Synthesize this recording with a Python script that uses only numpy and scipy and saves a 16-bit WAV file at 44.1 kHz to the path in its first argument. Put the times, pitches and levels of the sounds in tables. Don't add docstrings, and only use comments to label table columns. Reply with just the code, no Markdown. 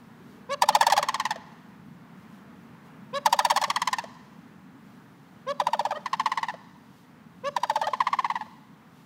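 import sys
import numpy as np
from scipy import signal
from scipy.fft import rfft, irfft
from scipy.io import wavfile
from scipy.ndimage import uniform_filter1d

SR = 44100
rng = np.random.default_rng(int(sys.argv[2]) if len(sys.argv) > 2 else 0)


def wav_record(signal):
    frames = np.transpose(np.atleast_2d(signal))
    bounded = np.clip(frames, -1, 1)
    quanta = np.round(bounded * 32767).astype(np.int16)
    wavfile.write(sys.argv[1], SR, quanta)


def undo_db(level):
    steps = np.asarray(level, float) / 20
    return 10 ** steps


N = 399105


def colour(points, hz):
    f, db = np.transpose(points)
    return np.interp(np.log(np.maximum(hz, 1)), np.log(f), db)


def band(x, lo_hz, hi_hz):
    sos = signal.butter(2, [lo_hz, min(hi_hz, .49 * SR)], "bandpass", fs=SR, output="sos")
    return signal.sosfilt(sos, x)


def unit(x):
    return x / np.sqrt(np.mean(x ** 2))


def bell(t, at, width):
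    return np.exp(-.5 * ((t - at) / width) ** 2)


def noise_band(n, lo_hz, hi_hz):
    return unit(band(rng.standard_normal(n), lo_hz, hi_hz))


def walk(rate_hz):
    k = int(SR / rate_hz)
    held = np.repeat(rng.standard_normal(N // k + 1), k)
    return uniform_filter1d(uniform_filter1d(held, k), k)[:N]


def add(out, sound, start_s):
    i = int(start_s * SR)
    out[i:i + len(sound)] += sound[:N - i]


LOW_FACING = [3, 3, 0, 0.5]
LOW_NECK = [.99, 1.01, 1.01, 0.91]
LOW_DROP = [0.925, .92, .94, 0.95]
LOW_COUNT = [7, 7, 6, 6]
# round trip in ms, third pitch in Hz, last pitch in Hz, treble loss as a burst weakens,
# breath in dB, run-up in dB.
LOW_PIPE = (5, 806, 611, 0, -20, -25.5)
# frequency in Hz, level in dB.
LOW_BEAK = [(500, 8.5), (900, 2.5), (1300, 0), (1800, -17), (2700, -24.5), (3700, -19), (4700, -18.5),
            (6500, -26), (10000, -37), (16000, -41)]
# frequency in Hz, width in Hz, level in dB.
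LOW_MODES = [(589.3, 32, 0), (861, 25, -5), (1746, 88, -1.5), (3260, 250, -0.5)]
# start in seconds, level in dB.
LOW_HOOTS = [
    (0.4992, -25.5),
    (3.138, -26),
    (5.475, -25.5),
    (7.444, -26),
]
# time from its start in ms, pitch in Hz, level in dB.
LOW_HOOT = [(-12, 570, -29), (-6.5, 480, -9), (3, 520, -2), (16.5, 552, 0), (34, 572, 0.5), (45, 570, -0.5),
            (51.5, 516, -9), (59.5, 400, -27)]
LOW_HOOT_TONES = [-1, -2, -14.5, -18.5, -21, -24, -22.5, -27.5, -25.5, -31, -28, -36]
# first clap in seconds, first gap in ms, settled gap in ms, closing gap in ms.
LOW_PACE = [(.6232, 67.2, 51.8, 54), (3.2614, 68.3, 50.7, 65), (5.6022, 69.0, 52.3, 62),
            (7.5672, 69.0, 51, 62)]
# level in dB, fade by its end in dB, opening pitch in Hz, final pitch in Hz,
# closing clap in dB.
LOW_EFFORT = [(-5.5, 6.5, 932, 818, -33), (-7, 11, 944, 850, -39), (-10.5, 8, 946, 810, -35.5),
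              (-11.5, 6.5, 949, 807, -35)]
# share of the extra gap kept per clap, bend of the fade, bend of the pitch sag,
# first clap in dB, closing pitch in Hz.
LOW_STYLE = (0.7016, 3, 2, -0.1, 579)
LOW_TIRING = [(1.0, 1.24), (-4.5, -2.5), (-15.5, -5.5)]


def low_crane():
    calls = rattles(LOW_PACE, LOW_EFFORT, LOW_DROP, LOW_COUNT, LOW_STYLE, LOW_TIRING)
    return crane(calls, LOW_FACING, LOW_NECK, LOW_PIPE, LOW_BEAK, LOW_MODES,
                 LOW_HOOTS, LOW_HOOT, LOW_HOOT_TONES)


HIGH_FACING = [4, 4, 1, -2.5]
HIGH_NECK = [1.08, 0.82, 1.01, .8]
HIGH_DROP = [0.876, 0.905, 0.906, 0.95]
HIGH_COUNT = [9, 9, 8, 9]
# round trip in ms, third pitch in Hz, last pitch in Hz, treble loss as a burst weakens,
# breath in dB, run-up in dB.
HIGH_PIPE = (5.5, 902, 865, 0.13, -16, -49)
# frequency in Hz, level in dB.
HIGH_BEAK = [(500, 12.5), (1000, 2), (1400, -6.5), (1900, -6.5), (2300, -19), (3100, -14.5), (4300, -16.5),
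             (6500, -24.5), (10000, -46), (16000, -56)]
# frequency in Hz, width in Hz, level in dB.
HIGH_MODES = [(679, 34, -2.5), (876, 33, -6.5), (1086, 148, -6), (1806, 71, -1.5), (1936, 47, 2)]
# start in seconds, level in dB.
HIGH_HOOTS = [
    (.72, -39),
    (3.392, -38.5),
    (5.948, -36.5),
    (7.83, -32),
]
# time from its start in ms, pitch in Hz, level in dB.
HIGH_HOOT = [(-10, 560, -28), (1, 530, -3), (10, 620, 2.5), (32.5, 623, -0.5), (31, 740, -13),
             (43, 770, -25.5)]
HIGH_HOOT_TONES = [0, 1, -3.5, -34, -9, -19, -18, -24, -27.5, -34, -38, -37]
# first clap in seconds, first gap in ms, settled gap in ms, closing gap in ms.
HIGH_PACE = [(.8298, 72.36, 52.4, 51.5), (3.5025, 72.23, 53.46, 54.6), (6.0612, 72.2, 52.52, 55),
             (7.9364, 70.2, 52.86, 55.2)]
# level in dB, fade by its end in dB, opening pitch in Hz, final pitch in Hz,
# closing clap in dB.
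HIGH_EFFORT = [(-16.5, 4.1, 1110, 906, -38), (-14, 7.4, 1096, 906, -37.5), (-14.5, 7.4, 1043, 940, -38.5),
               (-11, 14.7, 1063, 900, -53)]
# share of the extra gap kept per clap, bend of the fade, bend of the pitch sag,
# first clap in dB, closing pitch in Hz.
HIGH_STYLE = (0.6845, 5, 3.5, -3.5, 627)
HIGH_TIRING = [(1.0, 1.09), (-3, -3.5), (-15.5, -6)]


def high_crane():
    calls = rattles(HIGH_PACE, HIGH_EFFORT, HIGH_DROP, HIGH_COUNT, HIGH_STYLE, HIGH_TIRING)
    return crane(calls, HIGH_FACING, HIGH_NECK, HIGH_PIPE, HIGH_BEAK, HIGH_MODES,
                 HIGH_HOOTS, HIGH_HOOT, HIGH_HOOT_TONES)


def crane(calls, facing, neck, pipe, beak, modes, hoots, shape, tones_db):
    out = np.zeros(N)
    octave = np.log2(np.arange(len(tones_db)) + 4.0)
    for rows, facing_db, stretch, (start_s, db) in zip(calls, facing, neck, hoots):
        opening = hoot(shape, tones_db + facing_db * 1.24 * octave)
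        add(out, undo_db(db) * opening, start_s + shape[0][0] / 1000)
        for row in rows:
            add(out, clap(row, facing_db, stretch, pipe, beak), row[0] - 500 / SR)
    ring = 0
    for hz, width_hz, db in modes:
        ring = ring + undo_db(db) * signal.lfilter(*signal.iirpeak(hz, hz / width_hz, fs=SR), out)
    return undo_db(-3.5) * (out + ring)


def rattles(paces, efforts, drops, counts, style, tiring):
    return [rattle(p, e, d, style, tiring, n) for p, e, d, n in zip(paces, efforts, drops, counts)]


def rattle(pace, effort, drop, style, tiring, count):
    scatter_db, scatter_pitch = 1.5, .006
    start_s, first_ms, settled_ms, closing_ms = pace
    level_db, fade_db, open_hz, final_hz, closing_db = effort
    keep, fade_bend, sag_bend, first_db, closing_hz = style
    k = np.arange(count)
    gaps_ms = np.append(settled_ms + (first_ms - settled_ms) * keep ** k[:-1], closing_ms)
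    s = start_s + np.append(0, np.cumsum(gaps_ms)) / 1000
    tired = k / k[-1]
    luck = rng.standard_normal((4, count))
    db = level_db - fade_db * tired ** fade_bend + first_db * (k == 0) + scatter_db / 2 * luck[0]
    hz = (open_hz + (final_hz - open_hz) * tired ** sag_bend) * (1 + scatter_pitch * luck[1])
    share, second_db, dying_db = (fresh + (worn - fresh) * tired ** 2 for fresh, worn in tiring)
    second_db = second_db + scatter_db * luck[2]
    dying_db = dying_db + scatter_db * luck[3]
    rows = np.transpose([s[:-1], db, hz, drop * share * hz, second_db, dying_db])
    return list(rows) + [(s[-1], closing_db, closing_hz, 0.91 * closing_hz, -3.0, -17.0)]


def clap(row, facing_db, stretch, pipe, beak):
    _, peak_db, first_hz, second_hz, second_db, dying_db = row
    trip_ms, third_hz, last_hz, loss, breath_db, runup_db = pipe
    crack_db = -27.5
    t = np.arange(-500, 1700) / SR
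    luck = rng.standard_normal((3, 5))
    echo_ms = trip_ms * stretch * np.array([-1.2, 0, 1, 2, 3])
    centre_s = (echo_ms + .3 * luck[0] * [1, 0, 1, 1, 1]) / 1000
    last_db = dying_db - 5.0 - 1.34 * facing_db
    size_db = np.array([runup_db, 0, second_db - 2.0, dying_db + 1.5, last_db])
    size_db = size_db + 1.45 * luck[1] * [1, 0, 0, 1, 1]
    pitch_hz = np.array([first_hz, first_hz, second_hz, min(third_hz, second_hz), min(last_hz, second_hz)])
    pitch_hz = pitch_hz * (1 + 0.019 * luck[2] * [1, 0, 0, 1, 1])
    rise_ms, fall_ms = [1.5, 1.6, 1.5, 1.5, 1.5], [1.5, 2.1, 2.1, 1.8, 3.9]
    ragged = [.2, .25, .6, 1.1, 1.2]
    k = np.arange(1, 22)[:, None]
    voice, effort = 0, 0
    for at, db, hz, rise, fall, rag in zip(centre_s, size_db, pitch_hz, rise_ms, fall_ms, ragged):
        size = undo_db(db) * bell(1000 * (t - at), 0, np.where(t < at, rise, fall))
        wobble = uniform_filter1d(rng.standard_normal(len(t)), size=40)
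        phase = 2 * np.pi * np.cumsum(hz * (1 - 3.5 * (t - at) + .16 * rag * wobble)) / SR
        phase = phase - np.interp(at, t, phase) + .4 * rag * rng.standard_normal()
        high = np.clip(np.log2(k * hz / 1200), 0, 2.9)
        lead = t - at + 0.29 * high / 1000
        front = undo_db(db) * bell(1000 * lead, 0, np.where(lead < 0, rise, fall))
        chance = rag * rng.standard_normal((2, len(k), 1)) * (k > 1)
        treble_db = (facing_db - 2.0 * rag) * high ** 1.436
        tones = undo_db(colour(beak, k * hz) + treble_db + 4.3 * chance[0]) * (k * hz < .4 * SR)
        waves = np.cos(k * phase + 0.4 * (k - 1) + chance[1])
        voice = voice - np.sum(tones * front ** (1 + loss * high) * waves, axis=0)
        effort = effort + size * (at >= 0)
    breath = noise_band(len(t), 686, 3230) * effort ** 0.58 * undo_db(breath_db + facing_db)
    early = np.roll(effort, shift=-25)
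    crack = noise_band(len(t), 2000, 10500) * early ** 3.05 * undo_db(crack_db + 3.4 * facing_db)
    return undo_db(peak_db) * (voice + breath + crack)


def hoot(rows, tones_db):
    ms, hz, db = np.transpose(rows)
    t_ms = np.arange(ms[0], ms[-1], 1000 / SR)
    n = len(t_ms)
    wobble = uniform_filter1d(rng.standard_normal(n), size=150)
    glide_hz = uniform_filter1d(np.interp(t_ms, ms, hz), size=200)
    phase = 2 * np.pi * np.cumsum(glide_hz * (1 + .13 * wobble)) / SR
    tones_db = np.append(tones_db, tones_db[-1] - 1.55 * np.arange(1, 13))
    size = undo_db(np.interp(t_ms, ms, db) - np.max(db))
    flutter = uniform_filter1d(rng.standard_normal((len(tones_db), n)), size=300) * np.sqrt(300)
    wave = 0
    for k, tone_db in enumerate(tones_db):
        level = undo_db(tone_db + min(k, 4) * 1.43 * flutter[k]) * size ** (0.28 * k)
        wave = wave - level * np.cos((k + 1) * phase + 1.1 * k)
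    wave = unit(wave) + undo_db(-43.5) * noise_band(n, 700, 7600)
    return wave * size * undo_db(np.max(db)) * signal.windows.tukey(n, .1)


# time in ms, pitch in Hz, level in dB.
COO = [(150, 400, -68), (248, 370, -56), (402, 450, -57), (490, 450, -69)]


def far_coo():
    out = np.zeros(N)
    coo = hoot(COO, [0, -60])
    add(out, coo * walk(66)[:len(coo)], COO[0][0] / 1000)
    return out


# delay in seconds, level in dB.
ECHOES = [
    (.035, -25),
    (.054, -30),
    (.09, -57),
    (.16, -46.5),
    (.21, -34),
]
# band in Hz, t60 in seconds, level in dB.
GARDEN = [(510, .8, -37), (1020, 1.08, -28.5), (1930, 1.8, -32.5), (4130, 1.15, -31.5), (8000, 1.6, -35.5)]


def garden(x):
    turn_db_per_s = 2.1
    t = np.arange(SR) / SR
    response = np.zeros(SR)
    for delay_s, db in ECHOES:
        smear = rng.standard_normal(900) * np.exp(-np.arange(900) / 200)
        add(response, undo_db(db) * smear / np.sqrt(np.sum(smear ** 2)), delay_s)
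    for hz, t60_s, db in GARDEN:
        tail = band(rng.standard_normal(SR), hz / 1.63, hz * 1.68)
        tail = tail * undo_db(-60 * t / t60_s) * np.minimum(t / 0.081, 1)
        response += undo_db(db) * tail / np.sqrt(np.sum(tail ** 2)) * np.sqrt(hz / SR) * 4
    turned = undo_db(turn_db_per_s * (np.arange(N) - N / 2) / SR) - 1
    return x + signal.fftconvolve(x + turned * band(x, 2700, 20000), response)[:N]


# frequency in Hz, density in dB per Hz.
TOWN = [(15, -73), (30, -47), (74, -22.5), (167, -5), (226, -4.5), (266, -8), (330, -16.5), (470, -14.5),
        (538, -21), (927, -15.5), (1780, -21.5), (5270, -44), (9000, -50), (15600, -50)]
# time in seconds, width in seconds, level in dB over the tyres.
CAR = (2.65, 0.41, 3.4)
# time in seconds, width in seconds, level in dB over the hiss.
RUSTLES = [
    (.33, .05, 3),
    (2.22, .03, 2),
    (2.35, .035, 5),
    (2.87, .015, 4),
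    (4.9, .07, 4),
    (7.0, .05, 4),
    (8.98, .04, 3),
]
# frequency in Hz, width in Hz, level in dB.
WHINE = (15050, 220, -86)


def town():
    t = np.arange(N) / SR
    hum_db = -49 - 0.3947 * t
    car_s, car_width_s, car_db = CAR
    tyre_db = -57.5 - 0.37 * t + car_db * bell(t, car_s, car_width_s)
    hiss_db = -74.5 + sum(db * bell(t, at, width_s) for at, width_s, db in RUSTLES)
    f = np.arange(N // 2 + 1) * SR / N
    shape = undo_db(colour(TOWN, f)) * (f < 15700)
    hum = np.clip((380 - f) / 120, 0, 1)
    hiss = np.clip((f - 2500) / 3000, 0, 1)
    layers = [(hum, 100, 310, hum_db), (1 - hum - hiss, 600, 2500, tyre_db), (hiss, 5000, 14000, hiss_db)]
    out = 0
    for share, lo_hz, hi_hz, db in layers:
        scale = np.sqrt(N / 2 / np.sum(shape[(f > lo_hz) & (f < hi_hz)] ** 2))
        noise = irfft(rfft(rng.standard_normal(N)) * shape * np.sqrt(share) * scale, N)
        out = out + noise * undo_db(db + 1.1 * walk(9))
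    hz, width_hz, db = WHINE
    return out + undo_db(db) * noise_band(N, hz - width_hz / 2, hz + width_hz / 2)


def scene():
    birds = low_crane() + high_crane() + far_coo()
    return (garden(birds) + town())[None]


def low_pass(x):
    return signal.sosfilt(signal.butter(12, 16800, fs=SR, output="sos"), x)


def record(dry):
    dry = dry - 0.13 * dry ** 2
    dry = np.tanh(1.1 * dry) / 1.1
    dry = signal.sosfilt(signal.ellip(8, .2, 60, 16050, fs=SR, output="sos"), dry)
    return low_pass(dry)


dry = scene()
out = record(dry)
wav_record(out)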